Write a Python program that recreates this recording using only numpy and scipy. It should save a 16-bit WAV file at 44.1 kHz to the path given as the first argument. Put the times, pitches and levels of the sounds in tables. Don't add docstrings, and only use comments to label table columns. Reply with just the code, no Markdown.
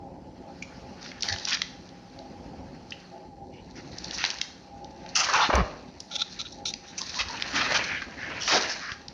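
import sys
import numpy as np
from scipy import signal
from scipy.fft import rfft, irfft, next_fast_len
from scipy.io import wavfile
from scipy.ndimage import uniform_filter1d, minimum_filter1d, map_coordinates

SR = 44100
rng = np.random.default_rng(int(sys.argv[2]) if len(sys.argv) > 2 else 0)


def digitize_waveform(pressure):
    field = np.atleast_2d(pressure).T
    bounded = np.clip(field, -1, 1)
    quanta = np.round(bounded * 32767).astype(np.int16)
    wavfile.write(sys.argv[1], SR, quanta)


N = 402633
FLAT = [(20, 0), (20000, 0)]


def amp(db):
    return 10 ** (np.asarray(db) / 20)


def unit(x):
    return x / np.sqrt(np.mean(x ** 2) + 1e-20)


def along(points, hz):
    knots_hz, values = np.transpose(points)
    return np.interp(np.log(hz + 1), np.log(knots_hz + 1), values)


def band(hz, centre_hz, octaves):
    return amp(-24 * (np.log2((hz + 1) / centre_hz) / octaves) ** 2)


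def resonance(hz, centre_hz, width_hz, db, skirt):
    return amp(db) / (1 + (2 * (hz - centre_hz) / width_hz) ** 2) ** skirt


def filtered(x, response):
    size = next_fast_len(N + SR // 2)
    return irfft(rfft(x, size) * response(np.fft.rfftfreq(size, 1 / SR)), size)[..., :N]


def wobble(rate_hz):
    knots = rng.standard_normal(int(N * rate_hz / SR) + 4)
    return map_coordinates(knots, [np.arange(N) * rate_hz / SR])


def peaks(peak_s, db, rise_db_per_s, fall_db_per_s):
    grid = np.arange(0, N + 64, 64)
    since_s = grid[:, None] / SR - peak_s
    gain = amp(db + np.where(since_s < 0, rise_db_per_s, -fall_db_per_s) * since_s).sum(axis=1)
    return np.interp(np.arange(N), grid, gain)


def stroke(length_s, attack_s, release_s):
    t = np.arange(round((length_s + 0.2) * SR)) / SR
    return t, np.clip(t / attack_s, 0, 1) * amp(-60 * np.maximum(t - length_s, 0) / release_s)


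def shaped(x, envelope):
    return envelope * x * np.linalg.norm(envelope) / np.linalg.norm(envelope * x)


def span(x, start_s, t):
    return x[round(start_s * SR):][:len(t)]


def grainy_noise(spectrum, rate_hz, spread_db, share, clump_db, patchy_db):
    chance, size, noise = rng.random(N), rng.exponential(1, N), rng.standard_normal((2, N))
    grains = unit((chance < rate_hz / SR) * amp(spread_db * np.minimum(size, 2.5)) * noise[0])
    mix = amp(clump_db * wobble(45)) * (np.sqrt(share) * grains + np.sqrt(1 - share) * noise[1])
    frames = signal.stft(mix, nperseg=256)[2]
    patches = uniform_filter1d(rng.standard_normal(frames.shape), size=3, axis=0)
    patches = uniform_filter1d(patches, size=12, axis=1)
    mix = signal.istft(frames * amp(patchy_db * unit(patches)), nperseg=256)[1][:N]
    return unit(filtered(mix, lambda hz: amp(along(spectrum, hz))))


def sheet_reflection(hz, depth_db=3):
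    return amp(depth_db * np.cos(2 * np.pi * hz * rng.uniform(.001, .002)))


def hum():
    # frequency in Hz, relative level in dB.
    drone_spectrum = [(15, -59), (25, -19.5), (55, -3.5), (124, -6), (253, -3), (372, -8), (448, -12.5),
                      (531, -9), (601, -16), (818, -11), (1000, -18.5), (1300, -62.5), (2200, -120)]
    hiss_spectrum = [(700, -26), (1100, -0.5), (2000, -3.5), (3200, -7), (3700, -11.5), (4300, -2.5),
                     (6000, -8), (16000, 1)]
    # centre in Hz, width in Hz, relative level in dB.
    tone_bands = [(180.5, 8.5, -1.5), (260.2, 10, -2.5), (366, 40, -8), (545.7, 37, -7), (670, 95, -10.5),
                  (805, 24, 0), (857.4, 32, -4)]
    # time in seconds, gain in dB.
    drift = [(0.0, -46.5), (5.74, -50.5), (7.5, -47), (9.13, -51)]
    # time in seconds, peak in dB.
    swells = [(.05, -45), (.45, -45), (0.851, -50.5), (1.318, -40.5), (2.2, -44), (2.62, -50), (3.151, -43),
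              (3.429, -46.5), (4.06, -46), (4.702, -52), (4.84, -44.5), (5.051, -44.5), (6.142, -43),
              (6.6, -45)]
    drone = grainy_noise(drone_spectrum, rate_hz=50, spread_db=1.5, share=.05, clump_db=.6, patchy_db=2)
    tones = [amp(2.5 * wobble(6))
             * filtered(rng.standard_normal(N), lambda hz: resonance(hz, *row, skirt=1.05))
             for row in tone_bands]
    swell = amp(-60) + peaks(*np.transpose(swells), rise_db_per_s=300, fall_db_per_s=100)
    hiss = grainy_noise(hiss_spectrum, rate_hz=100, spread_db=1.5, share=.03, clump_db=.8, patchy_db=2.2)
    low = amp(2.5 * wobble(3.19)) * drone + amp(-9) * unit(sum(tones[:2]))
    low *= amp(np.interp(np.arange(N) / SR, *np.transpose(drift)))
    return low + swell * unit(sum(tones[2:])) + amp(-52 + 5.9 * wobble(2.88)) * hiss


def room(x):
    # frequency in Hz, T60 in seconds.
    decay = [(200, 0.99), (2000, 0.42), (7000, 0.5)]
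    hz, t, frames = signal.stft(rng.standard_normal(SR // 2), SR, nperseg=256)
    tail = signal.istft(frames * amp(-60 * t / along(decay, hz)[:, None]), SR, nperseg=256)[1]
    return signal.fftconvolve(np.pad(x, (300, 0)), tail / np.linalg.norm(tail))[:N]


def finger_creaks():
    # start in seconds, length in seconds, level in dB, tilt in dB per octave.
    creaks = [(6.106, 0.04, -35, -3), (6.149, 0.015, -24, -1.5), (6.18, 0.03, -29, -2.5),
              (6.214, 0.0079, -19, -4), (6.388, 0.029, -29.5, -2.5), (6.447, 0.025, -38.5, -11.5),
              (6.519, 0.0092, -38.5, 11), (6.652, 0.008, -24, 0.5), (6.658, 0.051, -29, 5.5),
              (6.852, 0.062, -47, 6)]
    # centre in Hz, width in Hz, relative level in dB.
    modes = [(1384, 184, -2), (2400, 520, -7), (3810, 1060, 8.5), (5640, 990, 1), (6670, 2600, -0.5),
             (9300, 2000, -4)]
    out = np.zeros(N + SR)
    grit = grainy_noise(FLAT, rate_hz=1000, spread_db=2.5, share=.45, clump_db=2, patchy_db=1.5)
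    for start_s, length_s, db, tilt_db in creaks:
        t, envelope = stroke(length_s, attack_s=.003 + .15 * length_s, release_s=.03)
        hz = np.fft.rfftfreq(len(t), 1 / SR)
        page = 0
        for centre_hz, width_hz, mode_db in modes:
            centre_hz *= np.exp(rng.normal(0, .025))
            mode_db += rng.normal(0, 1.5) + tilt_db * np.log2(centre_hz / 3000)
            page += resonance(hz, centre_hz, width_hz, mode_db, skirt=1.45)
        creak = irfft(rfft(span(grit, start_s, t)) * page, len(t))
        span(out, start_s, t)[:] += amp(db) * shaped(creak, envelope)
    return out[:N]


def block_thuds():
    # start in seconds, length in seconds, level in dB, first and last pitch in Hz.
    thuds = [(1.303, 0.047, -35.5, 107, 83), (5.491, 0.003, -12.5, 350, 304),
             (5.541, 0.088, -19.5, 127, 51.5), (5.575, 0.045, -21.5, 210, 161),
             (7.2, 0.095, -43.5, 61.6, 57.7), (8.919, 0.0056, -31.5, 201, 162)]
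    release_cycles = 2.2
    out = np.zeros(N + SR)
    wander = np.pad(1 + .21 * wobble(90), (0, SR))
    for start_s, length_s, db, first_hz, last_hz in thuds:
        t, envelope = stroke(length_s, attack_s=.0021, release_s=release_cycles / last_hz)
        glide_hz = last_hz + (first_hz - last_hz) * np.exp(-4.5 * t / length_s)
        phase = 2 * np.pi * np.cumsum(glide_hz * span(wander, start_s, t)) / SR
        span(out, start_s, t)[:] += amp(db) * envelope * np.sin(phase)
    return out[:N] * amp(2.5 * wobble(100))


def overload_tick(start_s=5.554, centre_hz=12000, octaves=1.7, t60_s=.02):
    t = np.arange(N) / SR - start_s
    burst = (t > 0) * amp(-60 * np.abs(t) / t60_s) * rng.standard_normal(N)
    return filtered(burst, lambda hz: band(hz, centre_hz, octaves))


def paper_scrapes():
    # start in seconds, length in seconds, sheet centre in Hz, sheet width in octaves,
    # sheet level in dB, edge centre in Hz, edge level in dB.
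    strokes = [(0.621, 0.0061, 2400, 0.27, -34, 6600, -37.5), (2.919, 0.0029, 2910, 0.23, -31.5, 5000, -48),
               (3.524, 0.082, 2520, .7, -57.5, 5000, -67), (3.751, 0.052, 1890, 1.1, -50.5, 5530, -51),
               (1.004, 0.098, 2350, 0.43, -71, 5060, -46), (1.236, 0.059, 2460, 9.8, -33, 5140, -42),
               (1.279, 0.028, 1830, 0.43, -34, 5250, -32), (1.319, 0.019, 1930, 0.36, -35, 4900, -33),
               (1.47, 0.04, 2600, 2.4, -33, 4760, -35), (1.512, 0.039, 1800, 1.08, -31, 4400, -29),
               (4.13, 0.022, 2940, .5, -54, 5500, -34), (4.182, 0.076, 2100, 1.15, -34, 4700, -36.5),
               (5.15, 0.064, 2680, 0.38, -29, 6330, -19.5), (5.152, 0.12, 1195, 1.77, -30.5, 4500, -40),
               (5.232, 0.017, 1920, 2.6, -28, 5840, -24), (5.285, 0.017, 1110, 1.25, -24, 5600, -30),
               (5.327, 0.11, 1077, 0.79, -19.5, 4970, -37), (5.333, 0.027, 2400, 1.1, -23, 5460, -24.5),
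               (5.402, 0.052, 3280, 1, -25, 4950, -50), (5.497, 0.01, 885, 1.54, -18.5, 5000, -55),
               (5.524, 0.08, 690, 2.53, -20, 5060, -48), (6.977, 0.014, 2530, 0.69, -40.5, 6400, -25.5),
               (7.006, 0.023, 960, 0.5, -43, 5000, -40), (7.09, 0.0071, 2330, 0.38, -44, 5000, -34.5),
               (7.149, 0.029, 1000, 0.22, -40.5, 4930, -34.5), (7.187, 0.027, 2240, 2.4, -24.5, 5230, -34),
               (7.292, 0.057, 923, 0.14, -38.5, 5030, -48.5), (7.519, 0.14, 1760, 1.9, -28.5, 4870, -47),
               (7.525, 0.098, 292, 0.56, -40, 5000, -56), (7.551, 0.038, 1540, 2, -28.5, 5100, -31.5),
               (7.742, 0.033, 1490, 2.9, -22, 5200, -27), (7.771, 0.22, 1980, 0.96, -32.5, 4570, -53.5),
               (8.016, 0.0083, 1590, 0.74, -29.5, 4230, -39), (8.171, 0.15, 1830, 0.56, -38.5, 5100, -51),
               (8.398, 0.12, 3060, 0.23, -39.5, 5640, -32.5), (8.474, 0.1, 1700, 3.6, -23, 5260, -25.5),
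               (8.52, 0.061, 560, 2.9, -22.5, 4000, -29), (8.691, 0.031, 1812, 0.45, -35, 5370, -29),
               (8.783, 0.15, 1660, 0.81, -37.5, 4760, -44.5)]
    out = np.zeros(N + SR)
    grit = grainy_noise(FLAT, rate_hz=700, spread_db=2.5, share=.25, clump_db=2, patchy_db=2.2)
    crackle = grainy_noise(FLAT, rate_hz=500, spread_db=2.6, share=.45, clump_db=2, patchy_db=2.2)
    for start_s, length_s, sheet_hz, octaves, sheet_db, edge_hz, edge_db in strokes:
        t, envelope = stroke(length_s, attack_s=.004 + .8 * length_s ** 2, release_s=.05 + length_s / 3)
        grit_bins, crackle_bins = (rfft(np.roll(x, -rng.integers(N))[:len(t)]) for x in (grit, crackle))
        hz = np.fft.rfftfreq(len(t), 1 / SR)
        colour = band(hz, sheet_hz, octaves) + .07 * band(hz, sheet_hz, octaves + 2.5)
        sheet = shaped(irfft(grit_bins * sheet_reflection(hz) * colour, len(t)), envelope)
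        edge = shaped(irfft(crackle_bins * band(hz, edge_hz, octaves=.95), len(t)), envelope)
        span(out, start_s, t)[:] += amp(sheet_db) * sheet + amp(edge_db) * edge
    return out[:N]


def edge_snaps():
    # time in seconds, peak in dB, centre in Hz.
    snaps = [(0.626, -35, 2280), (1.0416, -35, 4180), (1.062, -25, 2450), (1.117, -23, 2580),
             (1.208, -19.5, 5110), (1.224, -7, 5600), (1.232, -5, 4370), (1.287, -8, 5400),
             (1.326, -9, 5000), (1.3425, -20, 2000), (1.362, -17, 2600), (1.385, -18, 4630),
             (1.398, -19.5, 4500), (1.4525, -7, 5500), (1.486, -7, 4930), (1.4953, -8, 5140),
             (1.507, -12, 4760), (1.5246, -8.5, 2600), (1.531, -6.5, 4200), (1.571, -18, 2200),
             (1.5453, -6.5, 5840), (1.6182, -2.5, 3020), (1.8905, -30, 4350), (2.1897, -26.5, 4160),
             (2.907, -21, 5500), (2.9214, -20.5, 2650), (3.985, -16.5, 5740), (4.044, -17, 4600),
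             (4.11, -16, 4600), (4.147, -20, 5900), (4.1833, -12, 4400), (4.2404, -3.5, 1940),
             (4.25, -4, 3530), (4.262, -14, 5030), (4.386, -16.5, 4470), (4.3031, -6.5, 4600),
             (4.312, -15, 5160), (4.342, -19.5, 5900), (4.4143, -2, 4130), (4.8453, -26.5, 4440),
             (5.0628, -25.5, 2600), (5.1558, -15, 6270), (5.554, -13, 2320), (6.0034, -8, 6260),
             (6.7383, -13.5, 4240), (7.016, -8, 5530), (7.144, -16.5, 4270), (7.202, -11.5, 2340),
             (7.399, -19, 2040), (7.423, -5, 3020), (7.564, -14, 2420), (7.574, -12, 5300),
             (7.613, -13, 2600), (7.7533, -13, 1910), (7.7654, -17, 2700), (8.478, -4.5, 2400),
             (8.9186, -13.5, 3020), (9.0831, -16, 4820)]
    rise_s, burst_t60_s, shiver_t60_s = .002, .010, .05
    out, t = np.zeros(N + SR), np.arange(1024) / SR
    hz = np.fft.rfftfreq(len(t), 1 / SR)
    envelope = amp(-60 * np.abs(t - rise_s) / np.where(t < rise_s, rise_s, burst_t60_s))
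    for time_s, db, centre_hz in snaps:
        burst = envelope * rng.standard_normal(len(t))
        burst[round(rise_s * SR)] += 6
        shiver = (t > rise_s) * amp(-27 - 60 * t / shiver_t60_s) * rng.standard_normal(len(t))
        octaves = max(.5, 1.74 + .021 * db - .59 * np.log2(centre_hz / 4000))
        colour = band(hz, centre_hz, octaves) + .09 * band(hz, 14000, octaves=1)
        click = irfft(rfft(burst) * sheet_reflection(hz) * colour)
        click += irfft(rfft(shiver) * band(hz, centre_hz, octaves=3.8))
        span(out, time_s - .0015, t)[:] += amp(db) * click / np.abs(click).max()
    return out[:N]


def page_rustle():
    # peak time in seconds, build-up in dB per second, edge level in dB, sheet level in dB.
    moves = [(1.06, 119, -83, -48.5), (1.45, 51, -41.5, -49), (1.9, 20, -64.5, -62), (2.2, 70, -60, -65),
             (3.0, 56, -58, -59.5), (4.272, 41, -36.5, -41), (5.05, 60, -57, -57),
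             (5.353, 133.5, -27, -25.5), (6.353, 41, -44, -52.5), (7.1, 88, -39, -51.5),
             (7.739, 31, -30.5, -29), (8.332, 81, -78, -36.5), (8.64, 59.5, -32, -31)]
    # frequency in Hz, relative level in dB.
    edge_spectrum = [(1500, -61), (3000, -7.5), (4200, 12), (5000, 5), (6000, 7), (16000, -10.5)]
    sheet_spectrum = [(250, -17), (600, -8.5), (1200, -9), (1800, -2), (2200, -8), (2700, -5.5),
                      (4000, -24)]
    peak_s, rise_db_per_s, edge_db, sheet_db = np.transpose(moves)
    edge_gain, sheet_gain = (peaks(peak_s, db, rise_db_per_s, fall_db_per_s=67.5)
                             for db in (edge_db, sheet_db))
    edge = grainy_noise(edge_spectrum, rate_hz=350, spread_db=3.7, share=.55, clump_db=2, patchy_db=1.3)
    sheet = grainy_noise(sheet_spectrum, rate_hz=400, spread_db=3, share=.25, clump_db=1.4, patchy_db=2.2)
    return edge_gain * edge + sheet_gain * sheet


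def scene():
    paper = page_rustle() + paper_scrapes() + edge_snaps()
    fingers = finger_creaks()
    reverb = amp(-10.5) * room(paper + .5 * fingers)
    return np.tile(paper + fingers + reverb + block_thuds() + overload_tick() + hum(), (2, 1))


def record(dry):
    # frequency in Hz, gain in dB.
    response = [(20, -26.5), (45, 1.5), (5900, 0), (6600, -7.5), (7200, -18.5), (8000, -36.5),
                (9200, -24.5), (9900, -29), (10600, -41), (14000, -39)]
    noise_spectrum = [(3000, -110), (7000, -69), (10000, -85), (14000, -86.5)]
    port_hz, port_width_hz, top_hz = 4000, 330, 14300
    ride_db, ride_s, ride_share = -33, .6, .25
    rms_limit_db, peak_limit = -20, .45

    def port(hz):
        pole = port_hz ** 2 - hz * hz + 1j * hz * port_width_hz
        return np.conj(pole) / pole

    x = filtered(dry, lambda hz: amp(along(response, hz)) * port(hz))
    memory = np.exp(-1 / (ride_s * SR))
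    slow_power = signal.lfilter([1 - memory], [1, -memory], x ** 2)
    x *= (1 + slow_power / amp(ride_db) ** 2) ** (-ride_share / 2)
    rms = np.sqrt(np.abs(uniform_filter1d(x ** 2, size=700)))
    x *= uniform_filter1d(np.minimum(1, amp(rms_limit_db) / (rms + 1e-9)), size=400)
    peak_gain = minimum_filter1d(np.minimum(1, peak_limit / (np.abs(x) + 1e-9)), size=121)
    x *= uniform_filter1d(uniform_filter1d(peak_gain, size=61), size=61)
    noise = filtered(rng.standard_normal(x.shape), lambda hz: amp(along(noise_spectrum, hz)))
    return filtered(x + noise, lambda hz: hz < top_hz)


dry = scene()
out = record(dry)
digitize_waveform(out)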